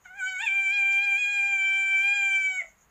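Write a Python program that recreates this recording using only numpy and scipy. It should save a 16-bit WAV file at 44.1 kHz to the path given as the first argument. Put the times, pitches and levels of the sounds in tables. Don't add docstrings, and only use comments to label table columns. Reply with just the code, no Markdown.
import sys
import numpy as np
from scipy import signal
from scipy.fft import rfft, irfft
from scipy.io import wavfile
from scipy.ndimage import uniform_filter1d

SR = 44100
rng = np.random.default_rng(int(sys.argv[2]) if len(sys.argv) > 2 else 0)


def inscribe(sig):
    pcm = np.round(np.clip(np.atleast_2d(sig).T, -1, 1) * 32767)
    wavfile.write(sys.argv[1], SR, pcm.astype(np.int16))


N = 127890
T = np.arange(N) / SR


def amp(db):
    return 10 ** (np.asarray(db) / 20)


def unit(x):
    return x / np.sqrt(np.mean(x ** 2) + 1e-20)


def curve(points):
    times, values = np.transpose(points)
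    return np.interp(T, times, values)


def colour(points, hz):
    frequencies, values = np.transpose(points)
    return np.interp(np.log(hz + 1), np.log(frequencies), values)


def noise(shape):
    spectrum = rfft(rng.standard_normal(N))
    frequencies = np.fft.rfftfreq(N, 1 / SR)
    return unit(irfft(spectrum * shape(frequencies), N))


def drift(rate_hz):
    return noise(lambda f: 1 / (1 + (f / rate_hz) ** 2))


# frequency_hz, relative_level_db
BACKGROUND_COLOUR = [(20, -10), (50, 4), (70, -1.5), (130, -8), (190, -4), (270, -15.5), (600, -10.5),
                     (1200, -9), (2200, -13.5), (3200, -22.5), (5000, -29.5), (10000, -29.5),
                     (15000, -24.5)]
ROOM_TONE_DB = -65


def room_tone():
    return amp(ROOM_TONE_DB) * noise(lambda f: amp(colour(BACKGROUND_COLOUR, f)))


INSECT_HZ, INSECT_WIDTH_HZ, INSECT_DB = 6660, 330, -69.5
CHIRP_S, CHIRP_PEAK_S, CHIRP_DEPTH = .1255, .058, .7


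def insect():
    throb = 1 + CHIRP_DEPTH * np.cos(2 * np.pi * (T - CHIRP_PEAK_S) / CHIRP_S)
    narrow_noise = noise(lambda f: 1 / (1 + ((f - INSECT_HZ) / INSECT_WIDTH_HZ) ** 2))
    return amp(INSECT_DB) * throb * narrow_noise


# time_s, pitch_hz
WHINE_PITCH = [(.05, 765), (.082, 695), (.105, 744), (.135, 744), (.172, 821), (.225, 742), (.285, 763),
               (.375, 736.4), (.4, 776), (.418, 842), (.432, 926), (.455, 886), (.475, 804), (.5, 776),
               (.56, 792.7), (.69, 775.8), (.745, 815), (.84, 787.3), (.91, 792.8), (.98, 790.5),
               (1.03, 811), (1.145, 785.8), (1.2, 830), (1.255, 806), (1.31, 816), (1.42, 795),
               (1.49, 800.2), (1.61, 778.7), (1.8, 782.4), (1.99, 777), (2.06, 799.2), (2.155, 811.3),
               (2.23, 789.4), (2.4, 775.6), (2.55, 752.2), (2.59, 739), (2.605, 712), (2.618, 682),
               (2.69, 646.5)]
# time_s, level_db
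WHINE_EFFORT = [(.045, -71.5), (.058, -55), (.085, -56.5), (.125, -63), (.17, -52.5), (.2, -37),
                (.235, -47), (.285, -32), (.33, -44), (.37, -31.5), (.387, -40), (.4, -29), (.422, -39),
                (.438, -23.5), (.452, -38.5), (.475, -26), (.495, -26.5), (.58, -24), (.72, -24.5),
                (.79, -22.5), (.93, -24.5), (.98, -23), (1.04, -24.5), (1.15, -22.5), (1.2, -29.5),
                (1.25, -22.5), (1.31, -27), (1.38, -23), (1.6, -25), (1.8, -25), (1.87, -28), (1.96, -21.5),
                (2.0, -24.5), (2.09, -21.5), (2.16, -25.5), (2.2, -24.5), (2.29, -24.5), (2.36, -23.5),
                (2.51, -27.5), (2.545, -39), (2.57, -31), (2.598, -27), (2.622, -45.5), (2.64, -51),
                (2.69, -79)]
# time_s, level_db
LOW_LEVEL = [(.045, -72), (.058, -45.5), (.085, -58.5), (.105, -48), (.17, -47.5), (.22, -30.5), (.28, -32),
             (.34, -40), (.415, -35.5), (.48, -41.5), (.9, -38.5), (1.17, -38), (1.215, -50.5), (1.26, -39),
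             (1.9, -37.5), (2.14, -35.5), (2.27, -36), (2.42, -38), (2.49, -42), (2.58, -45), (2.62, -57.5),
             (2.69, -75.5)]
# time_s, relative_level_db
FUNDAMENTAL_BALANCE = [(.05, -13.5), (.18, -8.5), (.23, -31.5), (.3, -16.5), (.35, -17), (.38, -35),
                       (.405, -10.5), (.42, -14.5), (.435, -3), (.455, -3), (.468, -25.5), (.49, -15),
                       (.6, -9), (.69, -18.5), (.78, -10), (1.17, -11), (1.215, -19.5), (1.27, -14),
                       (1.53, -9), (1.65, -20), (1.8, -14), (1.87, -23.5), (1.94, -13), (2.0, -24),
                       (2.06, -11), (2.3, -13), (2.43, -25.5), (2.53, -7), (2.595, -17), (2.62, 4.5),
                       (2.69, 14.5)]
# time_s, level_db
MIDDLE_LEVEL = [(.05, -50.5), (.085, -59.5), (.11, -45), (.15, -55), (.2, -38), (.25, -32.5), (.29, -20.5),
                (.36, -34), (.44, -24), (.53, -31), (.7, -25), (.76, -19), (.85, -30.5), (1.04, -22),
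                (1.1, -26.5), (1.35, -24), (1.5, -25), (1.565, -31.5), (1.62, -22.5), (1.85, -25),
                (2.0, -24.5), (2.16, -20.5), (2.24, -25), (2.33, -23), (2.44, -28), (2.56, -30),
                (2.62, -59), (2.69, -73)]
# time_s, level_db
TREBLE_LEVEL = [(.05, -58.5), (.15, -61), (.21, -25), (.33, -30.5), (.44, -24), (.52, -31), (.74, -24.5),
                (.86, -26.5), (1.15, -26), (1.22, -21.5), (1.5, -25.5), (1.9, -27), (2.15, -21.5),
                (2.4, -24), (2.58, -28.5), (2.625, -38), (2.69, -81)]
# time_s, roughness_0_to_1
ROUGHNESS = [(.05, 0.3), (.075, 0.11), (.38, 0.06), (.41, 0.49), (.44, 0.1), (.47, 0.5), (.5, .1), (.53, 0),
             (2.595, 0), (2.62, 0.86), (2.69, .35)]
# frequency_hz, gain_db
THROAT_AND_ROOM_COLOUR = [(2000, 2.5), (2380, -0.5), (2750, -4), (2980, -24.5), (3120, -16), (3200, -23),
                          (3290, -18.5), (3550, -16), (3750, -32), (3900, -46), (4050, -30), (4300, -37),
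                          (4550, -37), (4690, -47.5), (4830, -36), (5450, -42), (5900, -44.5),
                          (6250, -34.5), (6500, -39), (6750, -24), (7000, -26), (7300, -28.5), (7550, -27),
                          (7850, -39.5), (8100, -42), (8750, -39.5), (9300, -62.5), (10500, -60.5),
                          (11900, -67), (12600, -76), (13700, -75.5), (14200, -43.5), (15500, -55.5)]
# frequency_hz, relative_level_db
AIR_COLOUR = [(300, -28), (700, -14), (1400, -8), (1800, -9.5), (2130, 15), (2450, -7.5), (2750, -23.5),
              (3500, -23), (4400, -19), (6000, -11), (7200, -4.5), (8500, -14), (9800, -32.5),
              (13500, -29.5), (14600, -17)]
AIR_DB, AIR_FOLLOWS = -57.5, 0.23
JITTER, JITTER_HZ = 0.0018, 28
RASP, RASP_HZ = .033, 169
FLUTTER_HZ = 16.7
MAIN_FLUTTER_DB, MIDDLE_FLUTTER_DB, TREBLE_FLUTTER_DB = .5, 3.5, 5
SHIMMER_DB = 7


def whine():
    rough = np.clip(curve(ROUGHNESS), 0, 1)
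    effort = curve(WHINE_EFFORT)
    low = curve(LOW_LEVEL)

    wander = JITTER * drift(JITTER_HZ) + RASP * rough * drift(RASP_HZ)
    hz = curve(WHINE_PITCH) * (1 + wander)
    phase = 2 * np.pi * np.cumsum(hz) / SR

    main_level = effort + colour(THROAT_AND_ROOM_COLOUR, 3 * hz)
    levels = []
    for db in (low + curve(FUNDAMENTAL_BALANCE), low, main_level):
        flutter = MAIN_FLUTTER_DB * drift(2 * FLUTTER_HZ)
        shimmer = SHIMMER_DB * rough * drift(RASP_HZ / 2)
        levels.append(db + flutter + shimmer)
    for k in range(4, 22):
        if k < 8:
            band, flutter_db = MIDDLE_LEVEL, MIDDLE_FLUTTER_DB
        else:
            band, flutter_db = TREBLE_LEVEL, TREBLE_FLUTTER_DB
        flutter = np.minimum(drift(FLUTTER_HZ), 1)
        levels.append(curve(band) + colour(THROAT_AND_ROOM_COLOUR, k * hz) + flutter_db * flutter)

    folds = np.zeros(N)
    for k, db in enumerate(levels, 1):
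        folds += np.sqrt(2) * amp(db) * np.cos(k * phase)

    air_db = AIR_DB + AIR_FOLLOWS * (effort - np.median(effort))
    air = amp(air_db) * noise(lambda f: amp(colour(AIR_COLOUR, f)))

    sounding = (T > WHINE_EFFORT[0][0]) & (T < WHINE_EFFORT[-1][0])
    gate = uniform_filter1d(sounding * 1., size=200)
    return gate * (folds + air)


# start_s, fade_length_s, level_db (before the rise and fade), centre_hz, width_octaves
HISS_EVENTS = [(0.047, 0.027, -52.5, 1300, 0.99), (0.439, .07, -60, 4350, 0.71),
               (0.535, 0.036, -54.5, 1316, 0.36), (0.914, .06, -52.5, 4600, 0.79),
               (1.79, 0.099, -72.5, 4650, .5)]
HISS_RISE_S = .012


def hisses():
    out = np.zeros(N)
    for start, length, db, hz, octaves in HISS_EVENTS:
        age = np.maximum(T - start, 0)
        rise = np.minimum(age / HISS_RISE_S, 1)
        fade = np.exp(-2 * (age / length) ** 2)
        puff = noise(lambda f: 1 / (1 + (np.log2((f + 1) / hz) / octaves) ** 2) ** 2)
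        out += amp(db) * rise * fade * puff
    return out


# frequency_hz, fall_time_s
TAIL_DECAY = [(650, .33), (900, 0.38), (2300, 0.26), (7000, 0.58), (15000, 0.05)]
# frequency_hz, gain_db
TAIL_BALANCE = [(700, 0), (900, -3.5), (1700, 2.5), (2380, -1), (2700, 3), (3500, 5), (4500, 0), (7500, -3),
                (15000, -3)]
TAIL_DB = -14


def room(x):
    hz, t, grains = signal.stft(rng.standard_normal(SR // 2), SR, nperseg=256)
    fall_time = colour(TAIL_DECAY, hz)[:, None]
    tail = signal.istft(grains * amp(-60 * t / fall_time), SR, nperseg=256)[1]
    tail[:220] = 0
    tail /= np.linalg.norm(tail)

    frequencies = np.fft.rfftfreq(2 * N, 1 / SR)
    response = rfft(tail, 2 * N) * amp(TAIL_DB + colour(TAIL_BALANCE, frequencies))
    return x + irfft(rfft(x, 2 * N) * response)[:N]


def scene():
    civet = room(whine() + hisses())
    return (civet + insect() + room_tone())[None]


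EDGE_HZ = 15450


def record(dry):
    low_pass = signal.firwin(511, EDGE_HZ, window=("kaiser", 9), fs=SR)
    return signal.oaconvolve(dry, low_pass[None], "same")


dry = scene()
out = record(dry)
inscribe(out)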